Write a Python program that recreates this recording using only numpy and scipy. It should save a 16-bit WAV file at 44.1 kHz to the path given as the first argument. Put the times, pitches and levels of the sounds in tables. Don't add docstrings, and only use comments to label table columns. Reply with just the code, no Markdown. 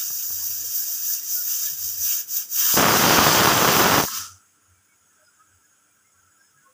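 import sys
import numpy as np
from scipy import signal
from scipy.fft import rfft, irfft, next_fast_len
from scipy.io import wavfile
from scipy.ndimage import uniform_filter1d, map_coordinates

SR = 44100
rng = np.random.default_rng(int(sys.argv[2]) if len(sys.argv) > 2 else 0)


def to_wav(sig):
    pcm = np.clip(np.atleast_2d(sig), -1, 1) * 32767
    pcm = np.round(pcm).astype(np.int16)
    wavfile.write(sys.argv[1], SR, pcm.T)


N = 296918

# frequency in Hz, density in dB per Hz (relative).
ROOM_SPECTRUM = [(30, -26), (90, -6.5), (200, -5.5), (730, -11.5), (1170, -8.5), (1970, -11), (3400, -12.5),
                 (4090, -22), (5000, -13.5), (6000, -10), (7400, -7.5), (10500, -8), (10800, -21.5),
                 (13400, -21), (13600, -14.5), (15450, -11)]
# time in seconds, level in dB, lift of its bands in dB.
ROOM_LEVELS = [(0, -54.5, 0), (2.5, -55.5, 0), (4.15, -52.5, 0), (4.4, -61, 1), (4.6, -63.5, -2),
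               (5, -63.5, -2.5), (5.25, -63, 2), (5.9, -64, -1.5), (6.3, -64, 2), (6.73, -63, 0)]
# centre in Hz, width in Hz, level in dB before that lift.
RESTLESS_BANDS = [(1340, 150, -72.5), (1524, 380, -71.5), (5150, 250, -80.5), (6485, 420, -71),
                  (6820, 180, -72), (7350, 120, -79.5), (7830, 200, -74), (15150, 500, -77)]
# frequency in Hz, level in dB relative to the room noise.
HUM_OVERTONES = [(200, -21.5), (300, -19.5)]
# start in seconds, length in seconds, level in dB.
HUM_SWELLS = [(.02, .16, -62), (.25, .56, -54.5), (1.43, .09, -67), (1.6, 0.16, -62), (1.76, 0.34, -51),
              (2.25, .06, -71), (4.12, .27, -52), (4.61, .24, -65), (5.01, .08, -73), (5.47, .15, -65),
              (6.14, .17, -72)]
# centre in seconds, mean pitch in Hz, level in dB before it wavers.
CLEAR_BLIPS = [(.419, 1096, -53), (.432, 885, -57), (.52, 130, -55.5), (.64, 497, -57), (.62, 302, -58),
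               (.9, 682, -56.5), (1.39, 1455, -45), (1.399, 620, -55), (1.5, 1420, -51), (1.674, 1707, -48),
               (1.73, 140, -52.5), (4.78, 2300, -70), (4.92, 2230, -63.5), (5.65, 1650, -67),
               (5.91, 2340, -71), (6.07, 2110, -71), (5.13, 1700, -67.5), (5.2, 1550, -63.5),
               (5.22, 620, -65), (5.269, 1430, -61), (5.28, 5070, -66), (5.415, 1276, -56),
               (6.41, 5400, -69), (6.202, 1553, -63), (6.28, 1504, -64), (6.419, 1597, -58),
               (6.547, 1295, -65), (6.58, 140, -67), (6.7, 520, -69), (6.59, 1660, -62),
               (6.65, 1470, -61.5), (6.68, 1077, -55)]
# start in seconds, nominal level in dB, time to ring down by 60 dB in seconds.
DULL_KNOCKS = [(.104, -26, 0.016), (.304, -27, 0.019)]
# frequency in Hz, relative level in dB.
KNOCK_RESONANCES = [(150, -3), (420, -4), (800, -3.5), (1150, 1.5), (1450, -5)]
# time in seconds, nominal level in dB.
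DROP_S, DROP_DB = (4.0815, -21.5)
# frequency in Hz, relative level in dB, time to ring down by 60 dB in seconds.
LID_MODES = [(1060, -11.5, 0.11), (1260, -0.5, 0.022), (1330, -6, .03), (1620, -3, .02), (1850, -9, .012)]
# frequency in Hz, relative level in dB.
BUFFET_SPECTRUM = [(24, -49.5), (40, -20.5), (73, -8), (136, 0), (554, -2), (1180, -0.5), (1470, -2.5),
                   (2120, -10), (3260, -10.5), (4200, -18), (5460, -44.5), (9240, -120)]
# start in seconds, size in dB, share of sharp kick against slow push 0-1.
STRONG_GUSTS = [(2.742, -11, .25), (2.769, -7, .8), (2.784, -4, .7), (3.474, -3, .95), (3.98, -4, .95),
                (4.011, -8, .9), (4.038, -5, .4), (4.051, -15, .9)]
# time in seconds, hiss in dB, roar of the wider jet in dB relative to the hiss.
STEAM_LEVELS = [(0, -30.5, -16), (.1, -33, -20.5), (.7, -32.5, -20.5), (.77, -29.5, -21),
                (1.0, -32.5, -19.5), (1.14, -27, -20), (1.22, -39, -18), (1.31, -29.5, -18),
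                (1.45, -33, -18.5), (1.52, -29, -18.5), (1.66, -29, -18), (1.76, -38, -16),
                (1.85, -29.5, -20.5), (1.97, -36, -19), (2.03, -27.5, -23), (2.13, -26.5, -12.5),
                (2.21, -32, -16), (2.26, -49, -17), (2.31, -33, -20), (2.37, -28.5, -17),
                (2.42, -33.5, -16.5), (2.475, -48, -17), (2.53, -31, -22), (2.6, -23.5, -11.5),
                (2.7, -24, -11), (2.76, -23, -11), (2.82, -25.5, -9), (2.95, -25.5, -5), (3.12, -24.5, .5),
                (3.35, -24.5, .5), (3.42, -26, -4), (3.75, -25, -1.5), (4.0, -26.5, -7), (4.09, -33.5, -10),
                (4.13, -33, -3.5), (4.16, -28.5, -5.5), (4.26, -39, -7.5), (4.39, -60.5, -16),
                (4.55, -77, -8)]
# time in seconds, lift 0-1.
WEIGHT_LIFT = [(0, 0), (2.55, 0), (2.7, .3), (2.82, 0.8), (4.03, 0.86), (4.07, .5), (4.3, 0.27)]
# centre in Hz, width in Hz, boost in dB.
VENT_RESONANCES = [(1430, 94, 2.5), (1670, 72, 3.5), (2520, 150, 2), (3180, 180, 1), (3780, 130, 4),
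                   (4090, 190, -4.5), (4480, 89, -4.5), (5330, 87, -2.5), (5750, 100, 1.5), (5910, 90, 1),
                   (6190, 110, 4), (6400, 80, 1.5), (6520, 80, 3.5), (6700, 79, -2.5), (6880, 120, 3),
                   (7070, 63, 1), (7280, 300, 3.5), (7900, 88, -5), (9320, 170, -3.5), (10700, 150, -5.5),
                   (12260, 180, 4), (12700, 150, -3), (13730, 150, 3.5), (14100, 120, -2.5),
                   (15250, 120, -1.5)]
# frequency in Hz, density in dB per Hz (relative).
SEATED_HISS = [(2590, -47), (4400, -16), (4820, -6.5), (5380, -4.5), (5930, 0), (6540, -4), (7140, -3),
               (7990, -10.5), (9350, -14), (10100, -12.5), (10500, -10), (13600, -42.5), (22000, -120)]
SEATED_TOP = [(6200, -47), (10500, -20), (11800, -17), (12800, -12), (13400, -8), (14100, -4.5),
              (14500, -0.5), (14900, 1), (15150, -1.5), (15500, -6)]
SEATED_ROAR = [(150, -40), (300, -25.5), (550, -21), (750, -23.5), (1000, -11), (1150, -6), (1700, -1.5),
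               (2050, -12.5), (2500, -2.5), (3300, -2.5), (3700, -1.5), (4050, -11.5), (4500, -18),
               (5500, -45.5)]
LIFTED_HISS = [(2240, -35), (3800, -13.5), (4190, -8), (5030, 1), (6280, -1.5), (6920, -7), (7540, -5),
               (8170, -11.5), (8710, -8), (9400, -13), (10500, -8.5), (13600, -41), (22000, -120)]
LIFTED_TOP = [(6200, -45.5), (10500, -15.5), (12900, -11), (13400, -11), (13800, -7), (14300, -8),
              (14900, 1.5), (15500, -4)]
LIFTED_ROAR = [(88, -44), (150, -14), (210, -11), (425, -24), (522, -18), (732, -29), (1090, -0.5),
               (2170, -12.5), (3360, -6), (3780, -11), (5000, -4), (6500, -33), (11000, -120)]

HUM_HZ, HUM_REST_DB, HUM_FUZZ, SWELL_RISE = 92, -84, 0.49, 0.32
BLIP_HALF_S = .05
FAINT_COUNT, FAINT_HZ, FAINT_OCTAVES, FAINT_DB = 24, 1500, .2, -9
SIGH_DB, SIGH_HOLD_S, SIGH_FADE_DB_PER_S = -41, .15, 148
SIGH_LOW_DB, SIGH_LOW_S = -2.5, .11
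BLAST_ON_S, BLAST_ATTACK_S, BLAST_OFF_S, BLAST_RELEASE_S = 2.738, .036, 4.0, .072
BLAST_DB, BLAST_SWAY_DB = -17.5, .6
TOP_DB, TOP_OPEN_DB = 6, -2.5
TOP_FADE_DB_PER_S, TOP_FADE_MAX_DB = 70, 21
SEAL_S, SEAL_TAKES_S = 4.38, .12
BAND_LIMIT_HZ = 15520


def amp(db):
    return 10 ** (np.asarray(db) / 20)


def unit(x):
    return x / np.sqrt(np.mean(x ** 2) + 1e-20)


def along(points, hz):
    f, v = np.transpose(points)
    return np.interp(np.log(hz + 1), np.log(f + 1), v)


def curves(rows):
    s, *cols = np.transpose(rows)
    return [np.interp(np.arange(N) / SR, s, c) for c in cols]


def wobble(rate):
    knots = rng.standard_normal(int(N * rate / SR) + 4)
    return map_coordinates(knots, [np.arange(N) * rate / SR])


def filtered(x, response):
    m = next_fast_len(N + 8192)
    return irfft(rfft(x, m) * response(np.fft.rfftfreq(m, 1 / SR)), m)[..., :N]


def patchy(depth_db):
    z = signal.stft(rng.standard_normal(N), nperseg=512)[2]
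    field = uniform_filter1d(rng.standard_normal(z.shape), size=4, axis=0)
    field = uniform_filter1d(field, size=6, axis=1)
    return signal.istft(z * amp(depth_db * unit(field)), nperseg=512)[1][:N]


def coloured(x, spectrum, peaks=()):
    def response(hz):
        boost = sum(db / (1 + ((hz - c) / w * 2) ** 2) for c, w, db in peaks)
        return amp(along(spectrum, hz) + boost)
    return unit(filtered(x, response))


def band(hz, width, depth_db):
    return unit(filtered(patchy(depth_db), lambda f: np.exp(-((f - hz) / width * 2) ** 2)))


def causal(spectrum):
    size = 2 ** 13
    gain = amp(along(spectrum, np.fft.rfftfreq(size, 1 / SR)))
    cepstrum = irfft(np.log(gain + 1e-6))
    cepstrum[1:size // 2] *= 2
    cepstrum[size // 2 + 1:] = 0
    return irfft(np.exp(rfft(cepstrum)))[:size // 2]


def hum(room_db):
    t = np.arange(N) / SR
    level = amp(HUM_REST_DB)
    for start, length, db in HUM_SWELLS:
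        swell = np.interp((t - start) / length, [0, SWELL_RISE, 1], [0, 1, 0])
        level = level + amp(db) * np.sqrt(swell)
    line = np.sin(2 * np.pi * HUM_HZ * t)
    out = level * amp(1.5 * wobble(12)) * unit(line + HUM_FUZZ * band(HUM_HZ, 40, depth_db=0.6))
    for hz, db in HUM_OVERTONES:
        out += amp(room_db + db + 3.5 * wobble(8.3)) * np.sin(2 * np.pi * hz * t)
    return out


def blips(room_db):
    t, out = np.arange(N) / SR, np.zeros(N)
    centre = BLIP_HALF_S + rng.random(FAINT_COUNT) * (N / SR - 2 * BLIP_HALF_S)
    pitch = FAINT_HZ * 2 ** (FAINT_OCTAVES * rng.standard_normal(FAINT_COUNT))
    level = room_db[(centre * SR).astype(int)] + FAINT_DB + 2.5 * rng.standard_normal(FAINT_COUNT)
    faint = zip(centre, np.minimum(pitch, SR / 3), level)
    for s, hz, db in list(CLEAR_BLIPS) + list(faint):
        span = slice(round((s - BLIP_HALF_S) * SR), round((s + BLIP_HALF_S) * SR))
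        cycles = np.cumsum(hz * (1 + 0.012 * wobble(45)[span])) / SR
        window = np.cos(np.pi / 2 * (t[span] - s) / BLIP_HALF_S) ** 2
        out[span] += amp(db + 3.8 * wobble(60)[span]) * window * np.sin(2 * np.pi * cycles)
    return out


def background():
    room_db, bands_db = curves(ROOM_LEVELS)
    out = amp(room_db) * coloured(patchy(depth_db=1.44), ROOM_SPECTRUM)
    for hz, width, db in RESTLESS_BANDS:
        out += amp(db + bands_db + 1.5 * wobble(6)) * band(hz, width, depth_db=3.0)
    return out + hum(room_db) + blips(room_db)


def knocks():
    out, t = np.zeros(N + SR), np.arange(SR // 4) / SR
    ring = sum(amp(level) * np.sin(2 * np.pi * hz * t) for hz, level in KNOCK_RESONANCES)
    onset = 1 - np.exp(-t / .0004)
    for s, db, t60 in DULL_KNOCKS:
        out[round(s * SR):][:len(t)] += amp(db - 9.5 - 60 * t / t60) * ring * onset
    return out[:N]


def drop():
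    out, t = np.zeros(N), np.arange(SR // 4) / SR
    ring = sum(amp(db - 60 * t / t60) * np.sin(2 * np.pi * hz * t) for hz, db, t60 in LID_MODES)
    out[round(DROP_S * SR):][:len(t)] = amp(DROP_DB) * ring * (1 - np.exp(-t / 0.00086))
    since = np.arange(N) / SR - DROP_S
    fade_db = SIGH_FADE_DB_PER_S * np.maximum(since - SIGH_HOLD_S, 0)
    level = (since > 0) * amp(SIGH_DB - fade_db + 1.5 * wobble(25))
    low = amp(SIGH_LOW_DB - 300 * np.maximum(since - SIGH_LOW_S, 0))
    return out + level * (band(1335, 240, depth_db=2.5) + low * band(1095, 60, depth_db=3.0))


def blast():
    struck = rng.random(N) < 1100 / SR
    kicks = unit(struck * rng.standard_normal(N) * amp(3.49 * rng.standard_normal(N)))
    lumps = unit(amp(1.7 * wobble(150) + 0.47 * wobble(25.24)) * rng.standard_normal(N))
    kick = causal(BUFFET_SPECTRUM)
    buffeting = unit(signal.fftconvolve(1.2 * kicks + lumps, kick)[:N])
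    s = np.arange(N) / SR
    rise = np.clip((s - BLAST_ON_S) / BLAST_ATTACK_S, 0, 1) ** 3.2
    fall = np.clip(1 - (s - BLAST_OFF_S) / BLAST_RELEASE_S, 0, 1) ** 1.8
    out = amp(BLAST_DB + BLAST_SWAY_DB * wobble(15)) * rise * fall * buffeting
    t = np.arange(len(kick)) / SR
    push = (1 - t / .0012) * np.exp(-t / .0012)
    for (start, db, sharp), sign in zip(STRONG_GUSTS, rng.choice([-1, 1], len(STRONG_GUSTS))):
        gust = sharp * kick / kick.max() + (1 - sharp) * push
        out[round(start * SR):][:len(t)] += sign * amp(db) * gust
    return out


def steam():
    t = np.arange(N) / SR
    hiss_db, roar_db = curves(STEAM_LEVELS)
    lift = np.clip(curves(WEIGHT_LIFT)[0], 0, 1)
    seal_db = -40 * np.clip((t - SEAL_S) / SEAL_TAKES_S, 0, 1)
    flutter_db = .6 * wobble(14) + 0.64 * wobble(220)

    fine = patchy(depth_db=1.2)
    hiss = (1 - lift) * coloured(fine, SEATED_HISS, VENT_RESONANCES)
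    hiss += lift * coloured(fine, LIFTED_HISS, VENT_RESONANCES)

    finest = patchy(depth_db=0.5)
    top = (1 - lift) * coloured(finest, SEATED_TOP, VENT_RESONANCES)
    top += lift * coloured(finest, LIFTED_TOP, VENT_RESONANCES)
    top_fade_db = np.clip(TOP_FADE_DB_PER_S * (t - DROP_S), 0, TOP_FADE_MAX_DB)
    top_db = TOP_DB + TOP_OPEN_DB * lift - top_fade_db
    top *= amp(top_db + 1.1 * wobble(20) + 0.69 * wobble(90))

    coarse = patchy(depth_db=2.0)
    wide = np.minimum(2 * lift, 1)
    roar = (1 - wide) * coloured(coarse, SEATED_ROAR, VENT_RESONANCES)
    roar += wide * coloured(coarse, LIFTED_ROAR)
    roar *= amp(roar_db + 1.3 * wobble(18))
    return amp(seal_db + hiss_db + flutter_db) * (hiss + top + roar)


def scene():
    air = steam() + knocks() + drop()
    t = np.arange(SR // 8) / SR
    walls = unit(rng.standard_normal(len(t)) * amp(-60 * t / 0.073)) / np.sqrt(len(t))
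    wash = amp(-9.5) * signal.fftconvolve(air, walls)[:N]
    mono = air + wash + blast() + background()
    return np.array([mono, mono])


def record(dry):
    thin = filtered(dry, lambda hz: 1j * hz / (1j * hz + 45))
    rounded = thin / (1 + np.abs(thin / .75) ** 4) ** (1 / 4)
    return filtered(rounded, lambda hz: hz < BAND_LIMIT_HZ)


dry = scene()
out = record(dry)
to_wav(out)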